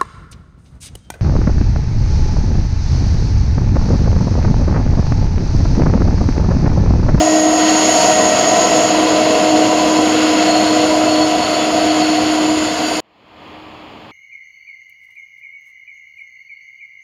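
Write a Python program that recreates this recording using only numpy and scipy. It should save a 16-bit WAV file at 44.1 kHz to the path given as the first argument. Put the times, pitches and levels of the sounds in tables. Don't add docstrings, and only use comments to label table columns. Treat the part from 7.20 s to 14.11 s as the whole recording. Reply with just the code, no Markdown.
import sys
import numpy as np
from scipy import signal
from scipy.fft import rfft, irfft, next_fast_len
from scipy.io import wavfile
from scipy.ndimage import uniform_filter1d, minimum_filter1d

SR = 44100
rng = np.random.default_rng(int(sys.argv[2]) if len(sys.argv) > 2 else 0)


def inscribe(sig):
    pcm = np.round(np.clip(np.atleast_2d(sig).T, -1, 1) * 32767)
    wavfile.write(sys.argv[1], SR, pcm.astype(np.int16))


N = 304842
TIME = np.arange(N) / SR
BREAK_S = 5.803


def from_db(db):
    return np.exp(np.asarray(db) * (np.log(10) / 20))


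def rms_one(x):
    return x / np.sqrt(np.mean(np.abs(x) ** 2) + 1e-20)


def in_time(curve):
    return np.interp(TIME, *np.transpose(curve))


def drift(rate_hz):
    step, settle = 20, 4000
    pole = np.exp(-2 * np.pi * rate_hz * step / SR)
    white = rng.standard_normal(N // step + settle + 2)
    slow = signal.lfilter([1], [1, -2 * pole, pole * pole], white)[settle:]
    return np.interp(np.arange(N) / step, np.arange(len(slow)), rms_one(slow))


def noise(spectrum):
    hz, db = np.transpose(spectrum)
    size = next_fast_len(N)
    log_bins = np.log(np.maximum(np.fft.rfftfreq(size, 1 / SR), 1))
    gain = from_db(np.interp(log_bins, np.log(hz), db, left=-90, right=-90))
    return rms_one(irfft(rfft(rng.standard_normal(size)) * gain, size)[:N])


def phase_of(hz):
    return 2 * np.pi * np.cumsum(hz) / SR


def scattered(hz, width_hz, twinkle_db=2.15):
    phase = phase_of(hz)
    in_phase, quadrature = drift(width_hz), drift(width_hz)
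    band = in_phase * np.cos(phase) + quadrature * np.sin(phase)
    evening_out = (in_phase ** 2 + quadrature ** 2 + .1) ** -.25
    return rms_one(evening_out * from_db(twinkle_db * drift(9.7)) * band)


def beam(peak_s, half_s):
    off_axis = (TIME - peak_s) / half_s
    return 1 / np.sqrt(1 + off_axis ** 4)


def distant_aircraft(hum_hz, steady_db=-37.5, fade_depth_db=22.5, fade_in_s=.46, waver_rad=.5):
    # frequency_hz, relative_db
    far_spectrum = [(15, -35.5), (30, -17), (50, -5), (100, 0.5), (150, -3), (210, 3), (380, -1.5),
                    (720, 1), (850, -0.5), (1170, -0.5), (1420, -10.5), (2500, -7), (3250, -8),
                    (3900, -15.5), (4500, -16.5), (5300, -25), (5900, -36), (6700, -26.5), (7400, -31),
                    (8500, -41), (16000, -43)]
    level_db = steady_db - fade_depth_db * np.clip(1 - (TIME - BREAK_S) / fade_in_s, 0, 1)
    hum_rms = from_db(-12) + from_db(-9) * beam(peak_s=6.4, half_s=.079)
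    faint_hum = np.sqrt(2) * hum_rms * np.sin(phase_of(hum_hz) + waver_rad * drift(4))
    return from_db(level_db) * (noise(far_spectrum) + faint_hum)


def airflow(band_flutter_db=.6, joint_flutter_db=.31):
    # frequency_hz, relative_db
    rush_spectrum = [(850, -20), (1150, 1.5), (1480, 4.5), (1620, -0.5), (1800, -2), (1960, 3), (2200, 2),
                     (2380, -3.5), (2620, 3.5), (3100, 2.5), (3600, -1), (4400, 0), (5200, -8), (6500, -35)]
    hiss_spectrum = [(3300, -42), (4500, -7), (5450, -5.5), (5950, -10.5), (6400, -6.5), (6700, 4),
                     (7000, 1.5), (7500, -9), (8200, -26), (9500, -32), (11000, -66.5)]
    sizzle_spectrum = [(7000, -33), (8400, -1.5), (9150, 5.5), (9600, -2), (10500, 0.5), (11300, -3),
                       (12200, -8), (13250, -8.5), (13650, -15.5), (16000, -22)]
    # time_s, relative_db
    rush_level = [(0.1, -25.5), (0.35, -27), (0.43, -21.5), (2.8, -23.5), (3.06, -21), (4.03, -24.5),
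                  (4.76, -23), (5.56, -25), (5.7, -25)]
    # time_s, relative_db
    intake_level = [(0.0, -22.0), (0.12, -22), (0.28, -26.5), (0.4, -23), (0.84, -17.5), (0.96, -22.5),
                    (1.64, -21.0), (1.76, -25.5), (3.64, -26), (4.24, -29), (4.44, -27.5), (5.76, -29)]
    intake_db = in_time(intake_level)
    flare_db = 2.5 * beam(peak_s=.79, half_s=.13)
    sizzle_db = -41 + .46 * (intake_db - np.mean(intake_db)) + flare_db
    bands = [(in_time(rush_level) + .63, rush_spectrum),
             (intake_db - .5, hiss_spectrum),
             (sizzle_db, sizzle_spectrum)]
    air = sum(from_db(db + band_flutter_db * drift(25)) * noise(spectrum) for db, spectrum in bands)
    return from_db(joint_flutter_db * drift(18)) * air


def whines(doppler):
    # pitch_hz, width_hz, level_db, peak_s, half_s
    blade_tones = [(110, 3.04, -44.5, 3.2, 2.6), (472.5, 38, -27.5, 2.2, 0.58),
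                   (489.4, 4.5, -28, 2.8, 1.44), (966, 29, -34.5, 3.2, 2.9), (931.5, 3.5, -25.5, .71, .14),
                   (997, 4, -29.5, 2.5, 1.8), (1312, 12, -36, 1.0, 1.2), (1305, 10, -38, 4.4, .6),
                   (1877, 9, -35, .6, .8), (1890, 30, -34, .7, .8), (2633, 10, -39, 3.0, 1.8),
                   (2784, 7, -38, 2.6, .6), (3283, 8, -43, 2.6, 1.7), (4402, 25, -30, .66, .2),
                   (4404, 7, -38, 2.0, .8), (4420, 12, -32.5, 4.86, .16), (4420, 8, -37, 4.6, 1.8),
                   (4910, 11, -41, 3.8, 3.5), (5408, 10, -46, 3.4, 1.0), (6630, 49, -22, 0.77, 0.64),
                   (6420, 84, -39.5, 0.98, 2.0), (8980, 70, -41, 0.83, 0.61)]
    return sum(from_db(db) * beam(peak_s, half_s) * scattered(hz * doppler, width_hz)
               for hz, width_hz, db, peak_s, half_s in blade_tones)


def rising_spool(start_hz=3895, climb_hz_per_s=108, climb_growth_hz_per_s2=8):
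    # peak_s, level_db, half_s
    lobes = [(3.34, -25, .06), (3.45, -30.5, .22), (3.98, -25.5, .07), (4.32, -30, .07), (5.66, -33.5, .14),
             (3.2, -40, 2.2)]
    # blade_rate_multiple, width_hz, level_db,
    # peak_s, half_s
    companion_tones = [(31 / 40, 12, -38, 4.25, .2), (31 / 40, 12, -40, 5.3, .22), (62 / 40, 16, -32, 5.4, .08),
                       (2, 20, -47, 3.42, .12), (2, 30, -52, 4.4, 1.3), (2, 20, -47, 5.42, .07),
                       (2, 120, -44, 5.75, .09), (3, 900, -52, 5.75, .1)]
    blade_hz = start_hz + climb_hz_per_s * TIME + climb_growth_hz_per_s2 * TIME ** 2 / 2
    whistle_power = sum((from_db(db) * beam(peak_s, half_s)) ** 2 for peak_s, db, half_s in lobes)
    companions = sum(from_db(db) * beam(peak_s, half_s) * scattered(blade_hz * multiple, width_hz)
               for multiple, width_hz, db, peak_s, half_s in companion_tones)
    return np.sqrt(whistle_power) * scattered(blade_hz, width_hz=18) + companions


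def exhaust(abeam_s=1.34, approach_db_per_s=3.5, recede_db_per_s=1.49, surge_db=1.14, throb_db=.84):
    # frequency_hz, relative_db
    deep_spectrum = [(15, -40), (28, -25), (48, -7.5), (70, -1), (100, 0), (135, -3), (220, -32)]
    rumble_spectrum = [(80, -25.5), (125, -9), (160, -7.5), (200, 0), (260, 0), (310, 3), (380, -27),
                       (600, -41)]
    roar_spectrum = [(220, -28), (330, 1.5), (400, -1.5), (470, 2.5), (560, -0.5), (660, 1.5), (770, -15),
                     (825, -8), (920, -2.5), (1050, -4), (1200, -10), (1700, -45.5)]
    howl_spectrum = [(560, -40), (635, -10), (675, -.5), (728, 0), (757, -4), (790, -22), (880, -45)]
    # time_s, level_db
    howl_level = [(0.0, -17.5), (0.88, -15.5), (1.08, -19.0), (1.28, -16), (2.2, -19.5), (2.4, -17.5),
                  (3.04, -22.5), (3.24, -16), (3.48, -19), (4.96, -19.5), (5.08, -22.0), (5.76, -23.5)]
    passing_db = np.minimum(approach_db_per_s * (TIME - abeam_s), recede_db_per_s * (abeam_s - TIME))
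    jet = from_db(-23.5) * noise(rumble_spectrum) + from_db(-19) * noise(roar_spectrum)
    deep = from_db(-40.5) * noise(deep_spectrum)
    howl = from_db(in_time(howl_level) + throb_db * drift(18)) * noise(howl_spectrum)
    return from_db(surge_db * drift(25)) * (from_db(passing_db) * jet + deep) + howl


def engine_hum(hum_hz, waver_rad=.29, shimmer_db=.82):
    # time_s, level_db
    fundamental_level = [(0.0, -15.5), (0.52, -14.5), (0.88, -26.0), (1.0, -24), (1.12, -27.5),
                         (1.88, -17.5), (2.2, -24), (2.36, -13), (2.64, -18.0), (2.76, -15.0),
                         (4.04, -15.5), (4.24, -25.5), (4.68, -16.5), (5.36, -16), (5.56, -23.5),
                         (5.76, -23.5)]
    octave_level = [(0.0, -17), (0.52, -26.5), (0.96, -15), (1.88, -24.5), (2.0, -17), (2.6, -20.5),
                    (2.88, -31), (3.36, -24.0), (4.0, -18.5), (4.2, -29), (4.32, -21.5), (4.84, -29),
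                    (4.96, -37), (5.08, -31.0), (5.76, -36)]
    phase = phase_of(hum_hz) + waver_rad * drift(2.4)
    fundamental = from_db(in_time(fundamental_level) + shimmer_db * drift(6.9)) * np.sin(phase)
    octave = from_db(in_time(octave_level) + shimmer_db * drift(16)) * np.sin(2 * phase)
    return np.sqrt(2) * (fundamental + octave)


def scene(hum_start_hz=313.0, sag_hz_per_s=.66):
    hum_hz = hum_start_hz - sag_hz_per_s * np.minimum(TIME, BREAK_S)
    doppler = hum_hz / np.mean(hum_hz)
    near = engine_hum(hum_hz) + whines(doppler) + rising_spool() + exhaust() + airflow()
    return np.where(TIME < BREAK_S, near, distant_aircraft(hum_hz))[None]


def record(dry, limiter_s=.006, cutoff_hz=15730):
    # centre_hz, width_hz
    notches = [(3700, 150), (7885, 380), (8080, 380), (11725, 330)]
    for hz, width_hz in notches:
        dry = signal.lfilter(*signal.iirnotch(hz, hz / width_hz, fs=SR), dry)
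    span = int(limiter_s * SR)
    needed_gain = 1 / np.maximum(np.abs(dry), 1)
    smooth_gain = uniform_filter1d(minimum_filter1d(needed_gain, size=span), size=span)
    low_pass = signal.ellip(12, .1, 90, cutoff_hz, fs=SR, output="sos")
    return signal.sosfilt(low_pass, smooth_gain * dry)


dry = scene()
out = record(dry)
inscribe(out)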